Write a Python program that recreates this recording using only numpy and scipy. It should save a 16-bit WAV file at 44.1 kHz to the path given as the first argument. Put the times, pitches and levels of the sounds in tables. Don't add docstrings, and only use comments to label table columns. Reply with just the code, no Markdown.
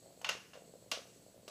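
import sys
import numpy as np
from scipy import signal
from scipy.fft import rfft, irfft
from scipy.io import wavfile
from scipy.ndimage import uniform_filter1d

SR = 44100
rng = np.random.default_rng(int(sys.argv[2]) if len(sys.argv) > 2 else 0)


def unload_audio(sound):
    columns = np.transpose(np.atleast_2d(sound))
    steps = np.round(np.clip(columns, -1, 1) * 32767)
    wavfile.write(sys.argv[1], SR, steps.astype(np.int16))


N = 66150

# f/Hz, level/dB
RUMBLE_TONE = [(25, -27), (50, -7.5), (80, -4), (115, 0.5), (190, 0), (280, 0.5), (600, -5.5), (1000, -16),
               (2000, -18), (4000, -16), (6500, -17.5), (10000, -18.5), (15000, -22.5)]
# f/Hz, level/dB
HUM_NOTES = [(120, -75.5), (166, -75.5), (192, -75)]
# f/Hz, width/Hz, base level/dB
HISS_PEAKS = [(4350, 600, -79.5), (6700, 690, -79.5), (7850, 630, -72.5)]
# t/s, added level/dB
HISS_SWELL = [(0, 2.5), (.18, 2), (.3, -2), (.5, -7), (.62, 2), (.9, -1), (1.13, 1.5), (1.3, 1.5),
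              (1.4, -8), (1.5, 8)]
# t/s, level/dB added to HOP_DB, f/Hz
LANDINGS = [(0.026, -6, 547), (0.0605, -3.5, 600), (0.068, -8.5, 560), (0.087, -14.5, 520),
            (0.106, -5, 605), (0.157, -24, 168), (0.175, -5, 510), (0.215, -3.5, 554), (0.292, 7, 505),
            (0.351, 2.5, 470), (0.555, 2, 590), (0.575, -2, 560), (0.621, -2, 487), (0.678, -4.5, 430),
            (0.738, 2, 500), (0.825, -5, 524), (0.863, -7, 483), (0.921, 7.5, 595), (0.9735, 6.5, 526),
            (1.055, -4.5, 605), (1.102, -8.5, 415), (1.161, -7.5, 407), (1.223, -6, 410),
            (1.264, -3.5, 577), (1.344, -6, 543), (1.379, -4, 580), (1.431, -4.5, 474), (1.479, -0.5, 560)]
# f/Hz, level/dB, t60/s (the time to fade by 60 dB)
BOARD_NOTES = [(324, -27, 0.26), (454.5, 6, 0.31), (509, -5.5, 0.26), (567, -19.5, 0.18),
               (610.4, -4.5, 0.39), (698, 9.5, 0.3)]
# f/Hz, t60/s (zero or less means no tail)
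ECHO_DECAY = [(150, -0.4), (600, 0.15), (1400, 0.76), (2800, 0.67), (5500, 0.4), (9000, 1.26), (15000, 6)]
# f/Hz, level/dB
ECHO_TONE = [(150, -13.5), (600, -3), (1400, -1), (2800, -3), (5500, -4), (9000, -5), (15000, -13)]
# t/s, level/dB, treble boost/(dB per octave), bass boost/(dB per octave)
KNOCK_BLOWS = [(0.2146, -29, -5, 9.5), (0.2160, -27.5, 8.5, -4), (0.2454, -4.5, -1.5, -4.5),
               (0.2470, -3.5, -6, 1), (0.2665, -14, -0.5, 6), (0.2908, -0.5, 2.5, 0),
               (0.2955, -3.5, 0.5, -1), (0.534, -28, 0, 6.5), (0.591, -48, -8, 12)]
# f/Hz, level/dB, t60/s
KNOCK_NOTES = [(1112, -9, 0.048), (1322, -12, 0.053), (1487, -10, 0.082), (1955, -13.5, 0.059),
               (2717, -5.5, 0.035), (2785, 3, 0.036), (2982, -0.5, 0.03), (3515, -10, 0.045),
               (4370, -8, 0.047), (5070, -11.5, 0.038), (6460, -10, 0.048)]
# f/Hz, level/dB
KNOCK_TONE = [(40, -40), (150, -26), (350, -17), (550, 0.5), (780, 0), (1400, 2), (2250, 1), (3000, 0.5),
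              (6300, -3.5), (8200, -16), (11500, -19.5), (15500, -31)]
# t/s, level/dB, treble boost/(dB per octave), bass boost/(dB per octave)
CLACK_BLOWS = [(0.9148, -3, 4, -4.5), (0.9162, -3, 1.5, 0.5), (0.9205, -6, -1, 5), (1.4792, -19, 4, 8.5),
               (1.4838, -23, 6.5, -0.5)]
# f/Hz, level/dB, t60/s
CLACK_NOTES = [(596, -2, 0.07), (1160, -0.5, 0.083), (1463, -0.5, 0.066), (2220, -1, 0.018),
               (2640, -2, 0.028), (2796, 11, 0.034), (3200, -16, .03), (3794, 3, 0.078), (4700, -18, .03),
               (4974, 0.5, 0.074), (5740, -1, 0.038), (6500, -16, 0.034)]
# f/Hz, level/dB
CLACK_TONE = [(40, -37), (150, -14.5), (350, -11), (620, 1.5), (870, -9.5), (1200, 0.5), (1850, -4.5),
              (2700, 4), (6000, 0), (7600, -11), (11000, -16), (15500, -27)]

HOP_DB, HOP_RISE_S, BOARD_DB = -45.5, 0.001, 2.5
PATTER_PER_S, PATTER_DB, PATTER_HZ = 58, -75.5, 508
PATTER_SCATTER_DB, PATTER_SPREAD_OCTAVES = 7.5, 0.36
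ROOM_BUILD_S, EARLY_DB, EARLY_T60_S = 0.011, 13.5, 0.2
CEILING_DELAY_S, CEILING_DB, CEILING_T60_S = 0.015, -4, 0.1
CRACK_DB, CRACK_RISE_S, PLASTIC_ECHO_DB, RING_IN_ROOM_DB = -10.5, 0.0005, 2, -7

TIME = np.arange(N) / SR
AGE = np.arange(SR // 2) / SR


def undb(db):
    return 10 ** (np.asarray(db) / 20)


def level(x, db):
    return x * undb(db) / np.sqrt(np.mean(x ** 2))


def unit(x):
    return x / np.sqrt(np.sum(x ** 2))


def fade(t60):
    return np.exp(-np.log(1000) * AGE / max(t60, 1e-3))


def bins(size=N):
    return np.maximum(np.arange(size // 2 + 1) * SR / size, 1)


def lookup(points, hz):
    freqs, values = np.array(points, float).T
    return np.interp(np.log(hz), np.log(freqs), values)


def colour(db):
    cepstrum = irfft(np.log(undb(db)))
    cepstrum[1:len(cepstrum) // 2] *= 2
    cepstrum[len(cepstrum) // 2 + 1:] = 0
    return np.exp(rfft(cepstrum))


def through(x, response):
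    return signal.fftconvolve(x, response)[:N]


def at(x, start_s):
    return np.pad(x, (max(int(start_s * SR), 0), N))[:N]


def wander(per_s):
    step = int(SR / per_s)
    held = np.repeat(rng.standard_normal(N // step + 1), step)
    return uniform_filter1d(held, step)[:N]


def ring(notes):
    return unit(sum(undb(db) * fade(t60) * np.sin(2 * np.pi * hz * AGE) for hz, db, t60 in notes))


def background(rumble_db=-65):
    rumble = irfft(rfft(rng.standard_normal(N)) * undb(lookup(RUMBLE_TONE, bins())), N)
    hum = np.zeros(N)
    for hz, db in HUM_NOTES:
        note = np.sin(2 * np.pi * hz * TIME + wander(5.01))
        hum += level(note * undb(2 * wander(7.2)), db)
    return level(rumble, rumble_db) + hum


def bristles(flicker_db=2):
    hiss = np.zeros(N)
    for hz, width, db in HISS_PEAKS:
        peak = 1 / (1 + (2 * (bins() - hz) / width) ** 2)
        hiss += level(irfft(rfft(rng.standard_normal(N)) * peak, N), db)
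    swell_db = np.interp(TIME, *np.array(HISS_SWELL).T)
    return hiss * undb(swell_db + flicker_db * wander(40.44))


def thud(hz):
    t = np.arange(SR // 20) / SR
    return t / HOP_RISE_S * np.exp(1 - t / HOP_RISE_S) * np.sin(2 * np.pi * hz * t)


def hops():
    clear = sum(at(undb(HOP_DB + db) * thud(hz), start_s) for start_s, db, hz in LANDINGS)
    patter = np.zeros(N)
    for when, size, pitch in rng.random((int(PATTER_PER_S * N / SR), 3)):
        hz = PATTER_HZ * 2 ** (PATTER_SPREAD_OCTAVES * (2 * pitch - 1))
        strength = undb(PATTER_SCATTER_DB * (2 * size - 1))
        patter += at(strength * thud(hz), when * N / SR)
    feet = clear + level(patter, PATTER_DB)
    boards = ring(BOARD_NOTES)
    boards /= np.abs(rfft(boards)).max()
    return feet + undb(BOARD_DB) * through(feet, boards)


def echoes(count):
    noise = rfft(rng.standard_normal(N))
    octaves_hz = 125 * 2. 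** np.arange(8)
    early = undb(EARLY_DB) * fade(EARLY_T60_S)
    build_up = 1 - np.exp(-AGE / ROOM_BUILD_S)
    ceiling = undb(CEILING_DB) * at(fade(CEILING_T60_S), CEILING_DELAY_S)[:len(AGE)]
    tails = np.zeros((count, len(AGE)))
    for hz, share in zip(octaves_hz, np.eye(len(octaves_hz))):
        band = irfft(noise * np.interp(np.log(bins()), np.log(octaves_hz), share), N)
        shape = (fade(lookup(ECHO_DECAY, hz)) + early) * build_up + ceiling
        spots = np.array([np.roll(band, k * N // count)[:len(AGE)] for k in range(count)])
        tails += undb(lookup(ECHO_TONE, hz)) * unit(shape) * spots
    return tails


def room(x):
    return x + through(x, echoes(1)[0])


def shell(notes, cut_hz=1090):
    bass_cut = signal.butter(2, cut_hz, "high", fs=SR, output="sos")
    return unit(signal.sosfilt(bass_cut, ring(notes)))


def plastic(blows, notes, crack_tone, ring_db, crack_t60):
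    hz = bins(len(AGE))
    body = undb(ring_db) * rfft(shell(notes))
    crack = undb(CRACK_DB) * rfft(unit(irfft(colour(lookup(crack_tone, hz)))))
    crack_shape = fade(crack_t60) * (1 - np.exp(-AGE / CRACK_RISE_S))
    combined = np.hypot(undb(RING_IN_ROOM_DB) * np.abs(body), np.abs(crack))
    into_room = undb(PLASTIC_ECHO_DB) * colour(20 * np.log10(combined))
    treble_octaves = np.log2(np.clip(hz, 3000, 16000) / 3000)
    bass_octaves = np.log2(2500 / np.clip(hz, 400, 2500))
    sound = np.zeros(N)
    for (start_s, db, treble, bass), tail in zip(blows, echoes(len(blows))):
        grit = rfft(unit(rng.standard_normal(len(AGE)) * crack_shape))
        blow = body + crack * grit + into_room * rfft(tail)
        tone = colour(db + treble * treble_octaves + bass * bass_octaves)
        sound += at(irfft(blow * tone), start_s)
    return sound


def scrape(start_s=0.531, length_s=0.036, db=-60, catches_per_s=2500, ring_db=-7.5):
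    progress = np.clip((TIME - start_s) / length_s, 0, 1)
    swell = np.sqrt(progress * (1 - progress))
    catches = (rng.random(N) < catches_per_s / SR) * rng.standard_normal(N) * swell
    crack = unit(irfft(colour(lookup(KNOCK_TONE, bins(len(AGE))))))
    one_catch = crack + undb(ring_db) * shell(KNOCK_NOTES)
    return undb(db) * unit(through(catches, one_catch)) * np.sqrt(length_s * SR)


def scene():
    knocks = plastic(KNOCK_BLOWS, KNOCK_NOTES, KNOCK_TONE, ring_db=-7, crack_t60=0.037)
    clacks = plastic(CLACK_BLOWS, CLACK_NOTES, CLACK_TONE, ring_db=-14, crack_t60=0.035)
    return (knocks + clacks + room(scrape() + hops()) + bristles() + background())[None]


def record(dry):
    top_hz = 15400
    return signal.sosfilt(signal.ellip(10, .2, 70, top_hz, fs=SR, output="sos"), dry)


dry = scene()
out = record(dry)
unload_audio(out)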